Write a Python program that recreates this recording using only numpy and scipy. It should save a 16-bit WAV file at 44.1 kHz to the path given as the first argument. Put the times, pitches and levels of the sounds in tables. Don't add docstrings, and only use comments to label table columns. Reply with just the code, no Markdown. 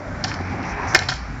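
import sys
import numpy as np
from scipy import signal
from scipy.fft import rfft, irfft, next_fast_len
from scipy.io import wavfile
from scipy.ndimage import map_coordinates

SR = 44100
rng = np.random.default_rng(int(sys.argv[2]) if len(sys.argv) > 2 else 0)


def wav_record(signal):
    frames = np.transpose(np.atleast_2d(signal))
    bounded = np.clip(frames, -1, 1)
    quanta = np.round(bounded * 32767).astype(np.int16)
    wavfile.write(sys.argv[1], SR, quanta)


def voltage_ratio(decibels):
    exponent = np.asarray(decibels, float) / 20
    return 10 ** exponent


N = 61739

# pitch_hz, level_db (per Hz)
TRAFFIC_TONE = [(25, 0.5), (55, -7), (125, -8.5), (260, -15), (550, -49), (1500, -22), (3200, -45),
                (7800, -47.5)]
TRAFFIC_DB = -29

# time_s, rolling_level_db, rider_weight_db
ROLL = [(0, -40, 3), (.1, -41, -2), (0.201, -40, 0.5), (.29, -33, -2), (0.422, -35.5, -1),
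        (0.461, -35.5, -3.5), (0.501, -32.5, -1), (0.571, -37, 2), (0.691, -31, -1.5), (0.759, -35, -1.5),
        (.85, -30.5, -2), (.93, -30.5, -11.5), (1.001, -35, 3.5), (1.07, -37, -5.5), (1.2, -38, -6.5),
        (1.4, -42.5, -1.5)]
# pitch_hz, level_db (per Hz)
GRIT_TONE = [(240, -31.5), (400, -16.5), (519, -5), (1180, -1), (1290, -2.5), (2310, -5), (2710, -31),
             (5860, -19.5), (7800, -59.5), (10100, -73.5), (17200, -120)]
# pitch_hz, width_hz, level_db
DECK_HUM = [(96.4, 9.85, 2), (165.2, 67.9, -6), (266.3, 68, -5), (398, 79.6, -8.5), (793.3, 134, -6),
            (932, 200, -19)]
HUM_OVER_GRIT_DB, GRAINS_PER_S, GRAIN_SPREAD_DB = 2.5, 900, 1.5

# peak_s, level_db, rise_s, fall_s, pitch_hz
SCUFFS = [(0.7098, -45, 0.062, 0.022, 5656), (0.8941, -36.5, 0.017, 0.041, 5746),
          (0.0157, -38, 0.083, 0.327, 609.5), (0.8307, -31.5, 0.072, 0.071, 966),
          (0.8616, -34.5, 0.117, 0.12, 777), (0.8845, -36, 0.24, 0.025, 1738),
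          (0.295, -42, 0.028, 0.012, 5385), (0.76, -42.5, 0.183, 0.45, 2392),
          (0.5155, -42.5, 0.09, 0.18, 2246), (0.951, -25.5, 0.024, 0.05, 1630),
          (.2422, -20, 0.0019, 0.0033, 5080), (.9485, -6, 0.000967, 0.00249, 5236),
          (.245, -31, 0.0064, 0.0071, 3086), (1.09, -18, .0025, 0.003, 4400),
          (1.103, -26, 0.0011, .004, 5220), (1, -32, 0.0218, 0.024, 733),
          (1.096, -22.5, 0.01, 0.0075, 1633), (.992, -29.5, .002, 0.0019, 4000),
          (0.4653, -46.5, 0.028, 0.032, 2297), (.64, -39.5, 0.007, 0.017, 2540)]
SCUFF_WIDTH = 0.213

# peak_s, pitch_hz, level_db, length_s
FLEXES = [(.103, 262, -33, .037), (.105, 93, -30, .06), (.283, 112, -29.5, .044), (.33, 320, -34.5, .018),
          (.42, 92, -27, .1), (.409, 250, -27, .016), (.506, 262, -28, .05), (.5, 90, -29, .045),
          (.665, 168, -32, .06), (.732, 55, -29.5, .1), (.875, 88, -24, .055), (1.045, 88, -29, .04),
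          (1.105, 125, -28, .05), (1.17, 55, -28, .08), (1.32, 52, -29, .1), (1.365, 123, -30, .034),
          (.8, 405, -35, .1), (.72, 80, -30, .04), (1.24, 60, -30, .04)]
# peak_s, pitch_hz, level_db, length_s
THUD = (.952, 350, -14, .009)

# start_s, truck_rattle_db, deck_knock_db, deck_pitch_hz, length_s
CONTACTS = [(0.2394, -14, -18, 800, 0.016), (0.2433, -19.5, -5, 1354, 0.0342),
            (0.268, -30.5, -30.5, 1476, 0.049), (0.279, -27, -53, 1520, 0.11),
            (0.3167, -32, -13.5, 2228, 0.00455), (0.339, -21, -21, 1113, 0.016),
            (.4030, -49.5, -10.5, 697, 0.015), (.4075, -35, -8, 345, 0.0201),
            (0.498, -45, -17.5, 400, 0.0086), (0.629, -33.5, -34.5, 2230, 0.015),
            (0.834, -42.5, -16.5, 990, 0.0077), (0.85, -43, -19, 1010, .012),
            (0.852, -41, -17, 967, 0.0086), (0.87, -34, -14.5, 780, 0.013),
            (0.937, -25.5, -13.5, 901, 0.012), (0.9708, -14.5, -24, 1700, 0.0061),
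            (0.9901, -9, -21.5, 1470, 0.0071), (0.9965, -26.5, -27.5, 1600, 0.007),
            (1.0222, -22.5, -14, 1700, 0.0068), (1.032, -26, -26.5, 1500, 0.018),
            (1.0863, -13.5, -18.5, 1960, 0.012), (1.0885, -15.5, -4.5, 1543, 0.031),
            (1.1022, -15, -17.5, 1600, 0.015), (1.114, -22, -11, 1430, 0.034),
            (1.121, -39, -7.5, 1482, 0.015), (1.127, -21, -29.5, 1504, 0.014),
            (1.137, -20, -41, 1524, 0.018), (1.097, -15, -22, 1500, 0.016), (1.152, -29, -40, 1518, 0.0646)]
# start_s, truck_rattle_db, deck_knock_db, deck_pitch_hz, length_s
POP = [
    (.9472, 3, -6, 1900, .006),
    (.9488, -8, 12, 1680, .013),
    (.9545, -11, -6, 1200, .014),
    (.9605, -8, 0, 900, .011),
]
# pitch_hz, level_db, t60_s
WOOD = [(345, -13.5, 0.026), (752.3, -5, 0.0483), (1001, 2.5, 0.01106), (1404, -5.5, 0.0371),
        (1565, -3, 0.042), (1764.2, 0, 0.02467), (2146.5, -7.5, 0.0465), (2438.5, -10.5, 0.045)]
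# pitch_hz, width_hz, level_db
TRUCKS = [(3096, 487, -6), (4090, 550, -4.5), (4566, 365, -1.5), (5240, 150, 1), (5722, 240, -5),
          (6181, 110, -5.5), (6890, 1500, -11)]
SPEAK_OCTAVES, CRACK_DB, TRUCK_TOP_HZ = 1, 8.5, 6580
STRIKE_DB, SHARP_S, RISE_SHARE = 13.5, 0.00381, 0.0665

# pitch_hz, t60_s
BANKS_DECAY = [(300, 0.39), (1800, 0.351), (5000, 0.764), (8000, 0.43)]
BANKS_DB, BANKS_DELAY_S = -14, .006

# pitch_hz, level_db
MIC = [(20, -27.5), (45, -1), (7400, 0.5), (7700, -13), (8000, -58), (8300, -63), (20000, -120)]
# pitch_hz, level_db
IMAGE = [(7900, -93), (8250, -5.5), (8600, -17.5), (9000, -32.5), (9400, -92.5), (20000, -140)]
SAMPLING_HZ = 16000
INPUT_TOP, INPUT_HARD = .72, 6
PEAK_TOP, PEAK_HARD = .72, 30


def unit(x):
    return x / np.sqrt(np.mean(x ** 2) + 1e-20)


def along(points, hz):
    f, v = np.transpose(points)
    return np.interp(np.log(hz + 1), np.log(f + 1), v)


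def wobble(rate):
    knots = rng.standard_normal(int(N * rate / SR) + 4)
    return map_coordinates(knots, [np.arange(N) * rate / SR])


def filtered(x, response):
    m = next_fast_len(x.shape[-1] + SR // 2)
    spectrum = rfft(x, m) * response(np.fft.rfftfreq(m, 1 / SR))
    return irfft(spectrum, m)[..., :x.shape[-1]]


def toned(x, points):
    return filtered(x, lambda hz: voltage_ratio(along(points, hz)))


def resonant(peaks):
    def response(f):
        total = 0
        for k, (center, width, db) in enumerate(peaks):
            damping = 1j * f * width
            total = total + (-1) ** k * voltage_ratio(db) * damping / (center * center - f * f + damping)
        return total
    return response


def traffic():
    level_db = TRAFFIC_DB + 2.2 * wobble(12.923)
    return voltage_ratio(level_db) * unit(toned(rng.standard_normal(N), TRAFFIC_TONE))


def gravelly(noise_db):
    hit = rng.random(N) < GRAINS_PER_S / SR
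    ticks = hit * rng.standard_normal(N) * voltage_ratio(GRAIN_SPREAD_DB * rng.random(N))
    return unit(ticks) + voltage_ratio(noise_db) * rng.standard_normal(N)


def wheels():
    s, strength_db, weight_db = np.transpose(ROLL)
    t = np.arange(N) / SR
    level_db = np.interp(t, s, strength_db) + .7 * wobble(40)
    grit = unit(toned(gravelly(noise_db=5.5), GRIT_TONE))
    deck = resonant(DECK_HUM)
    hum = unit(filtered(gravelly(noise_db=3.0), lambda hz: deck(hz) / (1 + (hz / 1500) ** 4)))
    hum_db = HUM_OVER_GRIT_DB + np.interp(t, s, weight_db) + 1.51 * wobble(13.85)
    return voltage_ratio(level_db) * (grit + voltage_ratio(hum_db) * hum)


def scuffs():
    t, out = np.arange(N) / SR, np.zeros(N)
    for s, db, rise, fall, hz in SCUFFS:
        band = resonant([(hz, SCUFF_WIDTH * hz, 0)])
        hiss = unit(filtered(rng.standard_normal(N), lambda f: band(f) ** 2))
        swell = np.exp(-np.where(t < s, (s - t) / rise, (t - s) / fall) ** 2)
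        out += voltage_ratio(db) * swell * hiss
    return out * voltage_ratio(0.84 * wobble(91.2))


def flex():
    t, out = np.arange(N) / SR, np.zeros(N)
    drift = np.cumsum(1 + 0.0381 * wobble(30.22)) / SR
    for s, hz, db, length in FLEXES + [THUD]:
        swell = np.exp(-2 * ((t - s) / length) ** 2)
        out += voltage_ratio(db + 0.5) * swell * np.sin(2 * np.pi * hz * drift)
    return out


def deck_ring(speak_hz, t, uneven):
    ring, modes = np.zeros(len(t)), len(WOOD)
    for k, (hz, db, t60) in enumerate(WOOD):
        octaves_off = np.log2(hz / speak_hz) / SPEAK_OCTAVES
        level_db = db + 3.21 * uneven[-1 - k] - 6.25 * octaves_off ** 2
        pitch_hz = hz * (1 + 0.0052 * uneven[-1 - modes - k])
        ring += voltage_ratio(level_db - 60 * t / t60) * np.sin(2 * np.pi * pitch_hz * t)
    return ring


def board():
    shake, knock, t = np.zeros(N + SR), np.zeros(N + SR), np.arange(SR // 5) / SR
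    for s, rattle_db, knock_db, speak_hz, length in POP + CONTACTS:
        at = round(s * SR)
        sharpness = SHARP_S / length
        scrape = np.sign(rng.standard_normal(len(t)))
        uneven = rng.standard_normal(2 * len(WOOD))
        shake[at:][:len(t)] += voltage_ratio(rattle_db - 25 * t / length) * scrape
        shake[at] += voltage_ratio(rattle_db + STRIKE_DB) * sharpness
        rise = 1 - np.exp(-t / (RISE_SHARE * length))
        crack = sharpness * voltage_ratio(CRACK_DB - 5.26 * t * speak_hz) * np.sin(2 * np.pi * speak_hz * t)
        body = rise * deck_ring(speak_hz, t, uneven) + crack
        knock[at:][:len(t)] += voltage_ratio(knock_db - 8.5 - 4 * t / length) * body
    metal = resonant(TRUCKS)
    rattle = filtered(shake[:N], lambda hz: metal(hz) / (1 + 1j * (hz / TRUCK_TOP_HZ) ** 3))
    return knock[:N] + voltage_ratio(6.5) * rattle


def banks(x):
    hz, t, z = signal.stft(rng.standard_normal(SR // 2), SR, nperseg=256)
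    decay = voltage_ratio(-60 * t / along(BANKS_DECAY, hz)[:, None])
    tail = signal.istft(z * decay, SR, nperseg=256)[1]
    late = np.pad(x, (round(BANKS_DELAY_S * SR), 0))
    return signal.fftconvolve(late, tail / np.linalg.norm(tail))[:N]


def scene():
    hits = board()
    answer = voltage_ratio(BANKS_DB) * banks(hits)
    return (hits + answer + wheels() + flex() + scuffs() + traffic())[None]


def overloaded(x, top, hard):
    return x / (1 + np.abs(x / top) ** hard) ** (1 / hard)


def roll_off(x):
    return signal.sosfilt(signal.butter(12, 16670, fs=SR, output="sos"), x)


def record(dry):
    x = toned(overloaded(dry, INPUT_TOP, INPUT_HARD), MIC)
    mirror = 2 * x * np.cos(2 * np.pi * SAMPLING_HZ * np.arange(N) / SR)
    x = x + toned(mirror, IMAGE)
    return roll_off(overloaded(x, PEAK_TOP, PEAK_HARD))


dry = scene()
out = record(dry)
wav_record(out)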